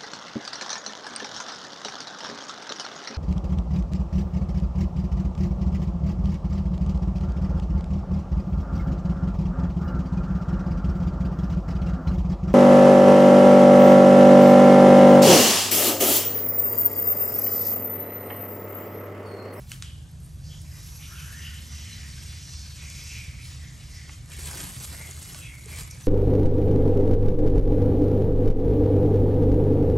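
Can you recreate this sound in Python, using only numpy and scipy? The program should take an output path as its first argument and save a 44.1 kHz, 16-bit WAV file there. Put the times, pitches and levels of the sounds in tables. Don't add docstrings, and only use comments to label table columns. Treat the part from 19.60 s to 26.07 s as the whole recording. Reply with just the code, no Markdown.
import sys
import numpy as np
from scipy import signal
from scipy.fft import rfft, irfft, next_fast_len
from scipy.io import wavfile
from scipy.ndimage import uniform_filter1d

SR = 44100
rng = np.random.default_rng(int(sys.argv[2]) if len(sys.argv) > 2 else 0)


def level_to_linear(level):
    exponent = np.asarray(level, float) / 20
    return 10 ** exponent


def to_wav(sig):
    pcm = np.clip(np.atleast_2d(sig), -1, 1) * 32767
    pcm = np.round(pcm).astype(np.int16)
    wavfile.write(sys.argv[1], SR, pcm.T)


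N = 285327

# frequency in Hz, level in dB per Hz.
DRONE_SPECTRUM = [(13, -58), (22, -43), (38, -10.5), (57, -4.5), (75, 1), (102, -7), (129, -6), (157, -8.5),
                  (196, -21.5), (222, -21.5), (248, -28.5), (273, -24.5), (396, -40), (600, -42.5),
                  (780, -40.5), (1320, -120)]
# time in seconds, level in dB.
DRONE_LEVEL = [
    (0, -41),
    (1.0, -40.5),
    (1.6, -41.5),
    (2.6, -40.5),
    (5.88, -40.5),
    (5.999, -44),
    (6.11, -39.5),
    (6.47, -41),
]
# peak in seconds, rise in seconds, fall in seconds,
# level in dB, frequency in Hz.
ENGINE_HUMS = [(.58, 0.97, 0.55, -54, 76.8), (1.95, .35, 0.51, -36.5, 75), (3.5, 1.617, 1.7, -43, 72.58),
               (5.3, .9, 0.72, -45, 73.23), (.9, 1.4, 0.29, -46, 130.9), (3.95, 1.6, 0.5, -44.5, 125),
               (6.0, 1.2, 1.2, -48.5, 119.1), (.6, 0.53, 0.2, -50.5, 159.1), (.88, .07, 0.42, -43, 151),
               (1.6, 0.8, 0.64, -45.5, 151), (2.1, .6, 1.0, -54.5, 224), (4.9, .5, 0.37, -47.5, 143)]
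# frequency in Hz, level in dB per Hz.
AIR_SPECTRUM = [(300, 2), (600, 0), (1200, -9), (2500, -3), (6000, 0), (11500, -1), (13500, -15),
                (16000, -10)]
# time in seconds, level in dB, frequency in Hz.
CHIRP = [
    (.62, -66, 7900),
    (.635, -57, 8800),
    (.65, -54, 9450),
    (.67, -60, 9400),
    (.685, -80, 8600),
    (.705, -69, 7800),
    (.72, -78, 7700),
]

# start in seconds, peak level in dB, frequency in Hz.
FOOTFALLS = [(4.498, -43, 282), (4.785, -35, 360), (4.843, -41, 420), (4.955, -34, 356),
             (5.004, -38.5, 364), (5.07, -55, 264), (5.319, -45, 332), (5.489, -41, 393), (5.751, -44, 600),
             (6.062, -34.5, 428), (6.191, -45, 490)]
# peak in seconds, rise in seconds, fall in seconds, level in dB, frequency in Hz.
POST_BOOM = [
    (5.09, 0.17, 0.14, -49, 189),
]

# frequency in Hz, level in dB per Hz.
FAR_LEAF_SPECTRUM = [(900, -13), (1800, -3), (3000, 1), (5000, 1), (7500, -0.5), (9500, -5), (11000, -17),
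                     (13000, -29)]
# frequency in Hz, level in dB per Hz.
NEAR_LEAF_SPECTRUM = [(900, -16.5), (2000, -6.5), (3500, -2.5), (5500, -3), (7500, 0.5), (9500, -1),
                      (11500, -3), (13500, -11), (16000, -8)]
# frequency in Hz, level in dB per Hz.
LITTER_SPECTRUM = [(150, -1.5), (300, 0), (500, -3), (1000, -5.5), (1800, -8.5), (3500, -29)]
# frequency in Hz, level in dB per Hz.
FIZZ_SPECTRUM = [(8500, -17), (10000, -10.5), (11500, -3.5), (13000, 2), (14300, -15), (16000, -18)]
# peak in seconds, rise in seconds, fall in seconds, level in dB, fizz of fine twigs in dB re rustle.
FAR_RUSTLES = [(.02, 0.11, 0.12, -69.5, 7), (.105, 0.047, .15, -61.5, 9), (.25, .1, 0.3, -65.5, 1.5),
               (.65, 0.063, 0.31, -74.5, 12.5), (.9, 0.28, 0.46, -75, 8), (1.25, 0.33, 2.3, -62.5, 8),
               (1.75, 0.87, 0.48, -62, 7.5), (2.1, 1.0, 1.3, -59.5, -19), (2.75, 1.0, 1.5, -57.5, -5.5),
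               (3.55, 1.0, 0.35, -56.5, -1), (3.86, 0.16, 0.57, -57, -7), (4.25, 0.28, 0.77, -61, -3),
               (4.53, 0.12, 0.091, -58.5, -4)]
# peak in seconds, rise in seconds, fall in seconds, level in dB,
# body of the litter in dB re rustle.
NEAR_RUSTLES = [(4.73, 0.053, 0.054, -55, -3), (4.85, 0.16, 0.7, -47, -5), (4.95, 0.044, 0.42, -47.5, -6),
                (5.235, 0.12, 0.081, -46.5, -10), (5.33, 0.2, 0.74, -51.5, -5.5),
                (5.48, .06, 0.076, -56, 0), (5.65, 0.18, 0.62, -54.5, -11.5), (5.82, 0.29, 0.1, -57, -7),
                (6.11, 0.11, 0.36, -55, -1), (6.21, 0.24, 0.11, -49, -8.5), (6.46, 0.22, .2, -55.5, -2)]

# low edge in Hz, high edge in Hz, decay t60 in seconds, scatter in dB, crack in dB.
SNAP_KINDS = [
    (600, 3000, 0.034, -11, -3.5),
    (1210, 9300, 0.008, -16.5, -6.5),
    (4900, 12600, 0.012, -24, -5),
    (8000, 12000, 0.035, -32, -2),
]
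# start in seconds, peak level in dB, ring in Hz.
DULL_SNAPS = [
    (4.493, -32.5, 2130),
    (5.492, -44, 2150),
    (5.745, -34.5, 1500),
]
# start in seconds, peak level in dB, ring in Hz, second ring in dB, second ring in Hz.
WIDE_SNAPS = [
    (0.1169, -18, 2930, -4, 8450),
    (0.2232, -18, 3860, 2, 6800),
    (4.7179, -25, 2390, -3, 8500),
    (5.004, -17.5, 3260, 0, 7050),
    (5.0744, -33, 3120, 0, 7910),
    (5.2544, -36.5, 4150, 0, 8400),
    (6.2094, -31, 2630, 0, 7400),
    (5.474, -28, 3110, -6, 6960),
    (5.7448, -29.5, 3000, 0, 4330),
    (6.1175, -32, 2230, -6, 6000),
]
# start in seconds, peak level in dB, ring in Hz.
BRIGHT_SNAPS = [(3.3, -24, 5240), (5.3, -43, 12000), (4.8459, -33, 8190), (5.1194, -29, 6150),
                (5.5104, -21, 6900), (4.7, -31, 11200), (5.5503, -37, 7200), (.0947, -35, 7400),
                (4.6583, -36, 8050), (5.2, -28, 6270), (5.789, -29, 7450), (6.058, -27, 8600),
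                (6.31, -21.5, 5600), (5.7452, -27, 5500), (6.4084, -33.5, 6160)]
# start in seconds, peak level in dB, ring in Hz.
FINE_SNAPS = [
    (0.5122, -45.5, 11400),
    (0.6015, -45, 11600),
    (1.014, -38, 11100),
]

# peak in seconds, # rise
# in seconds, fall in seconds, level in dB, singing band in Hz.
THIN_WIRES = [(.86, 0.052, 0.3, -52.5, 5270), (.98, 0.14, .2, -56.5, 6430), (1.19, 0.097, 1, -53, 5900),
              (1.75, 0.91, 0.55, -53.5, 5930), (2.15, 0.11, 1, -49.5, 5570), (2.6, 0.88, .5, -55, 5260),
              (3.0, 0.28, 0.11, -46.5, 5460), (3.28, 0.21, 0.32, -49.5, 6100),
              (3.51, 0.37, 0.33, -44, 5600), (3.84, 0.072, 0.54, -53, 5140), (4.366, 0.12, 0.21, -48, 5250),
              (5.844, 1, 0.18, -53.5, 6230), (6.306, 0.0074, 0.096, -46, 5770)]
SLIDING_CLAWS = [(.861, .051, .101, -59, 4510), (1.121, .041, .18, -56, 5020), (1.32, 0.092, .1, -58, 5600),
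                 (1.5, 0.3, .5, -55.5, 5820), (1.8, .15, .2, -58, 6060), (1.88, 0.12, 0.12, -51, 5000),
                 (2.4, .03, .05, -57, 4600), (2.13, 0.09, 0.23, -50.5, 5870), (2.33, .03, 0.045, -48, 6070),
                 (2.33, .04, .06, -47, 4080), (2.95, 0.22, 0.18, -52.5, 4280), (3.1, .2, .17, -52, 4450),
                 (2.9, 0.33, 0.36, -49, 5900), (6.44, .06, .11, -53, 6000)]
MID_WIRES = [(.126, 0.0078, 0.057, -53, 3000), (.25, 0.04, .22, -48.5, 3090),
             (.92, 0.034, 0.13, -48.5, 3180), (1.43, 0.038, 0.11, -47.5, 3000),
             (1.564, 0.031, 0.31, -48.5, 3010), (1.87, 0.093, 0.072, -41.5, 2900),
             (1.976, 0.081, 0.082, -49.5, 2960), (2.25, 0.23, 0.41, -49.5, 2970),
             (2.812, 0.13, 0.11, -54.5, 3000), (5.485, 0.043, .05, -51, 3150),
             (1.45, .03, 0.049, -54, 3350)]
THICK_WIRES = [(1.06, 0.02, 0.096, -58, 2350), (1.15, 0.088, 0.13, -54.5, 1980),
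               (3.51, .04, 0.13, -47, 2640), (1.414, 0.047, 0.21, -51, 2380),
               (1.61, 0.079, 0.12, -49.5, 2520), (2.45, 0.62, 0.18, -50, 1920),
               (2.75, 0.6, 0.15, -55, 2097), (3.22, 0.061, 0.24, -49, 2370), (3.4, 0.33, 0.1, -50.5, 2280),
               (3.58, 0.18, 0.31, -42.5, 2360), (3.8, 0.03, 0.12, -52, 2250), (4.046, 0.1, 0.2, -51, 1950),
               (4.396, 0.19, 0.24, -50.5, 2040), (4.73, 0.028, 0.75, -51.5, 2320),
               (5.43, 0.12, 0.21, -54, 2100), (5.7, .04, 0.1, -52.5, 1920), (6.15, 0.12, 0.19, -45.5, 2290),
               (6.33, 0.11, 0.17, -59, 2280)]
SLACKENING_WIRE = [
    (5.85, 0.1, 0.19, -46, 2540),
]
CLAW_HISS = [
    (3.85, 0.068, .15, -48.5, 10100),
    (3.9, .12, 0.11, -55, 15000),
    (.14, .4, .1, -57, 15100),
    (1.03, 0.059, .05, -62, 15100),
    (1.6, .06, .06, -58, 15100),
    (3.5, .05, .15, -65, 15200),
]
LOW_WIRES = [
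    (1.92, .35, 0.16, -52.5, 1520),
]
TAUT_WIRES = [
    (5.43, .1, 0.2, -46.5, 2123),
    (5.86, 0.079, .1, -52, 3300),
    (5.87, .07, 0.073, -50, 2620),
    (5.9, .09, .25, -47.5, 2210),
    (6.14, .08, 0.13, -51, 2280),
    (6.33, .1, .12, -59, 2290),
    (2.45, .12, .1, -58, 1920),
    (1.97, .06, 0.087, -52, 3000),
    (0.13, 0.022, .06, -53, 3050),
]
# time in seconds, level in dB, band in Hz.
RISING_DRAG = [
    (1.46, -62, 1341),
    (1.52, -48, 1430),
    (1.62, -50.5, 1410),
    (1.7, -49, 1550),
    (1.76, -47, 1730),
    (1.84, -48.5, 1890),
    (1.95, -50, 1830),
    (2.07, -77.5, 1870),
]

# frequency in Hz, lead of the right port in radians.
PORT_LEAD = [(1200, 0), (1900, .3), (2300, -.1), (3100, -.65), (5000, -.55), (5800, -.1), (7300, -.1),
             (7900, -.65), (8600, 0), (9300, 1.6), (10250, 3.14), (11850, 6.28), (12400, 6.5), (13100, 9.2),
             (14200, 9.6), (15200, 12.56)]
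# frequency in Hz, coherence from 0 to 1.
PORT_COHERENCE = [(30, .985), (80, .98), (160, .94), (300, .85), (800, .7), (1400, .45), (2100, .91),
                  (5200, .92), (6000, .955), (8700, .955), (9500, .94), (10250, .96), (11000, .94),
                  (15000, .94)]
# frequency in Hz, left minus right in dB.
PORT_TILT = [(30, -.8), (60, -.8), (150, -1.5), (300, -.4), (700, -.5), (1500, 2.6), (2200, -.3),
             (15000, 0)]
# frequency in Hz, gain in dB.
MIC_RESPONSE = [(11400, 0.5), (12000, -7), (12700, -15.5), (13500, -33), (14200, -8.5), (16000, -12.5)]


def evened(x):
    return x / np.sqrt(np.mean(x ** 2) + 1e-20)


def read(points, hz):
    f, value = np.transpose(points)
    return np.interp(np.log(hz + 1), np.log(f + 1), value)


def columns(rows):
    s, *rest = np.transpose(rows)
    start = max(round(s[0] * SR), 0)
    end = max(min(round(s[-1] * SR), N), start + 8)
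    t = np.arange(start, end) / SR
    return start, [np.interp(t, s, curve) for curve in rest]


def add(mix, start, sound):
    part = mix[start:][:len(sound)]
    part += sound[:len(part)]


def colour(x, response):
    size = next_fast_len(len(x) + 4096)
    return irfft(rfft(x, size) * response(np.fft.rfftfreq(size, 1 / SR)), size)[:len(x)]


def shaped(x, points, beyond_db=-40):
    def response(hz):
        outside = (hz < points[0][0]) | (hz > points[-1][0])
        return level_to_linear(read(points, hz) + beyond_db * outside)
    return evened(colour(x, response))


def resonate(x, hz, width_hz):
    turn = np.exp(2j * np.pi * np.cumsum(hz * np.ones(len(x))) / SR)
    r = np.exp(-np.pi * width_hz / SR)
    return 2 * (turn * signal.lfilter([1 - r], [1, -r], x / turn)).real


def wander(size, span):
    once = uniform_filter1d(rng.standard_normal(size), span)
    return evened(uniform_filter1d(once, span))


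def crackle(size, per_s, spread_db, share):
    sizes = level_to_linear(spread_db * np.minimum(rng.exponential(1, size), 2.6))
    ticks = sizes * (rng.random(size) < per_s / SR)
    ticks = signal.lfilter([1], [1, -.85], ticks) * rng.standard_normal(size)
    share = np.clip(share, 0, 1)
    return np.sqrt(1 - share) * rng.standard_normal(size) + np.sqrt(share) * evened(ticks)


def patchy(x, patchy_db, size, bins, frames):
    overlap = size * 3 // 4
    z = signal.stft(x, nperseg=size, noverlap=overlap)[2]
    patches = uniform_filter1d(rng.standard_normal(z.shape), bins, 0)
    patches = evened(uniform_filter1d(patches, frames, 1))
    out = signal.istft(z * level_to_linear(patchy_db * patches), nperseg=size, noverlap=overlap)[1][:len(x)]
    return np.sqrt(np.mean(x ** 2)) * evened(out)


def swell_db(t, s, rise, fall, roundness):
    distance = np.where(t < s, (s - t) / max(rise, .002), (t - s) / max(fall, .002))
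    return -20 * distance ** roundness


def strokes(rows, glide, roundness):
    reach = np.linspace(0, 1.25, 15)
    tables = []
    for s, rise, fall, db, hz in rows:
        t = np.r_[s - rise * reach[:0:-1], s + fall * reach]
        level = db + swell_db(t, s, rise, fall, roundness)
        tables.append(np.transpose([t, level, hz * (1 + glide * (t - s))]))
    return tables


def stirred(rows):
    t = np.arange(0, N + 64, 64) / SR
    power = np.array([level_to_linear(2 * (db + swell_db(t, s, rise, fall, 1.37))) for s, rise, fall, db, _ in rows])
    companion = level_to_linear(2 * np.array(rows)[:, -1]) @ power
    return [np.interp(np.arange(N) / SR, t, p) for p in (power.sum(0), companion)]


def drone():
    trim_db = -1.0
    db = np.interp(np.arange(N) / SR, *np.transpose(DRONE_LEVEL))
    out = level_to_linear(db + trim_db) * shaped(rng.standard_normal(N), DRONE_SPECTRUM)
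    waver = 1 + 0.01205 * wander(N, 6000)
    for rows in strokes(ENGINE_HUMS, glide=0, roundness=2.1):
        start, (db, hz) = columns(rows)
        phase = 2 * np.pi * np.cumsum(hz * waver[start:][:len(hz)]) / SR
        add(out, start, level_to_linear(db + trim_db) * np.sin(phase))
    return out


def moving_air():
    return level_to_linear(-60.5) * shaped(rng.standard_normal(N), AIR_SPECTRUM)


def bird():
    start, (db, hz) = columns(CHIRP)
    out = np.zeros(N)
    add(out, start, level_to_linear(db) * evened(resonate(rng.standard_normal(len(db)), hz, 160)))
    return out


def thuds():
    out, t = np.zeros(N), np.arange(3000) / SR
    for s, db, hz in FOOTFALLS:
        envelope = level_to_linear(db - 60 * t / 0.043) * (1 - np.exp(-t / 0.0048))
        add(out, round(s * SR), 1.18 * envelope * np.sin(2 * np.pi * hz * t))
    return out


def leaves():
    still_db, far_body_db, near_fizz_db = -81, -66.5, -7
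    far, far_fizz = stirred(FAR_RUSTLES)
    close, close_body = stirred(NEAR_RUSTLES)
    far = far + level_to_linear(2 * still_db)
    near = close / (far + close)
    gusts = level_to_linear((.7 + .5 * near) * wander(N, 500))
    drive = crackle(N, per_s=2600, spread_db=2.7, share=.1 + .42 * near)
    drive = patchy(drive, 1.6, 256, 12, 14)
    leaf = np.sqrt(far) * level_to_linear(8.0) * shaped(drive, FAR_LEAF_SPECTRUM)
    leaf += np.sqrt(close) * level_to_linear(6.5) * shaped(drive, NEAR_LEAF_SPECTRUM)
    body = np.sqrt(close_body + level_to_linear(2 * far_body_db)) * level_to_linear(1.5) * shaped(drive, LITTER_SPECTRUM)
    fizz = np.sqrt(far_fizz + close * level_to_linear(2 * near_fizz_db)) * level_to_linear(5.5) * shaped(drive, FIZZ_SPECTRUM)
    return (leaf + body + fizz) * gusts


def snaps():
    out, t = np.zeros(N), np.arange(9000) / SR
    events = (DULL_SNAPS, WIDE_SNAPS, BRIGHT_SNAPS, FINE_SNAPS)
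    for rows, (low_hz, high_hz, t60, scatter_db, crack_db) in zip(events, SNAP_KINDS):
        band = signal.butter(3, [low_hz, high_hz], "band", fs=SR)
        decay = level_to_linear(-60 * t / t60)
        burst = decay + level_to_linear(scatter_db - 60 * t / 0.29)
        for s, db, *rings in rows:
            tick = signal.lfilter(*band, rng.standard_normal(len(t)) * burst + 4 * (t == 0))
            pairs = np.reshape([0] + rings, (-1, 2))
            core = sum(level_to_linear(up) * np.sin(2 * np.pi * hz * t) for up, hz in pairs)
            core *= decay * (1 - np.exp(-t / 0.00051))
            sound = 0.43 * core + level_to_linear(crack_db) * tick / abs(tick).max()
            add(out, round((s + 0.00062) * SR), level_to_linear(db) * sound)
    return out


def scraped(tables, width_hz, tremble, trim_db):
    out = np.zeros(N)
    ticks = crackle(N, per_s=900, spread_db=3.0, share=.15)
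    shake = wander(N, 250)
    for rows in tables:
        start, (db, hz) = columns(rows)
        drive = ticks[start:][:len(db)]
        hz = hz * (1 + tremble * shake[start:][:len(db)])
        skirt = resonate(drive, hz, 3 * width_hz)
        peak = evened(resonate(skirt, hz, width_hz))
        band = evened(peak + .3 * evened(resonate(skirt, hz, 3 * width_hz)))
        band = evened(band / (uniform_filter1d(band ** 2, 900) + .1) ** .3)
        add(out, start, level_to_linear(db + trim_db) * band)
    return out


def drawn(rows, glide=0):
    return strokes(rows, glide, roundness=1.2)


def post():
    return scraped(drawn(POST_BOOM), 25, 0.017, 0)


def wire_mesh():
    thick = drawn(THICK_WIRES, -0.16) + drawn(SLACKENING_WIRE, -1.23)
    low = drawn(LOW_WIRES) + [RISING_DRAG]
    wires = scraped(drawn(THIN_WIRES, 0.023), width_hz=1350, tremble=0.015, trim_db=-1.75)
    wires += scraped(drawn(SLIDING_CLAWS, .13), width_hz=220, tremble=0.017, trim_db=-1.4)
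    wires += scraped(drawn(MID_WIRES, -0.039), width_hz=350, tremble=0.024, trim_db=-1.8)
    wires += scraped(thick, width_hz=263, tremble=0.018, trim_db=-2.25)
    wires += scraped(drawn(CLAW_HISS), width_hz=500, tremble=0.019, trim_db=-1.3)
    wires += scraped(low, width_hz=175, tremble=0.015, trim_db=-2.6)
    wires += scraped(drawn(TAUT_WIRES, -.05), width_hz=115, tremble=.008, trim_db=-1.6)
    return wires


def ports(x):
    t = np.arange(SR) / SR
    scatter = rng.standard_normal(len(t)) * level_to_linear(-60 * t / .7)
    size = next_fast_len(N + SR)
    hz = np.fft.rfftfreq(size, 1 / SR)
    same = np.clip(read(PORT_COHERENCE, hz), -1, 1)
    side = np.array([[-1], [1]])
    scattered = rfft(scatter / np.linalg.norm(scatter), size)
    paths = np.sqrt((1 + same) / 2) + side * np.sqrt((1 - same) / 2) * scattered
    port = np.exp(.5j * side * read(PORT_LEAD, hz)) * level_to_linear(-side * read(PORT_TILT, hz) / 2)
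    return irfft(rfft(x, size) * paths * port, size)[:, :N]


def thinned(x, floor_db, follow, gap_db):
    hz, t, z = signal.stft(np.array([x[0] + x[1], x[0] - x[1]]) / 2, SR, nperseg=1024)
    power = uniform_filter1d(uniform_filter1d(abs(z) ** 2, size=9, axis=1), size=3, axis=2)
    band_db = 10 * np.log10(power + 1e-20)
    loud_db = 10 * np.log10((abs(z[:, 40:280]) ** 2).mean((0, 1)) + 1e-20)
    blocks = np.kron(rng.standard_normal((65, len(t) // 4 + 1)), np.ones((8, 4)))
    floor_db = floor_db + 1.5 * blocks[:len(hz), :len(t)]
    above_floor = band_db > floor_db + follow * (loud_db - np.median(loud_db))
    keep = above_floor & (band_db > band_db[::-1] - gap_db)
    keep = (keep | (hz < 1800)[:, None]) & (hz < 15800)[:, None]
    mid, side = signal.istft(z * keep, SR, nperseg=1024)[1][:, :N]
    return np.array([mid + side, mid - side])


def scene():
    background = drone() + bird()
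    impacts = thuds() + post() + snaps()
    rustle = patchy(leaves() + moving_air(), 2.4, 1024, 2, 14)
    wires = patchy(wire_mesh(), 1.1, 1024, 2, 10)
    return ports(background + impacts + rustle + wires)


def top_cut(x):
    return signal.sosfilt(signal.butter(12, 17070, fs=SR, output="sos"), x)


def record(dry):
    heard = np.array([colour(x, lambda hz: level_to_linear(read(MIC_RESPONSE, hz))) for x in dry])
    finished = thinned(heard, floor_db=-94.0, follow=.4, gap_db=13.0)
    return top_cut(finished)


dry = scene()
out = record(dry)
to_wav(out)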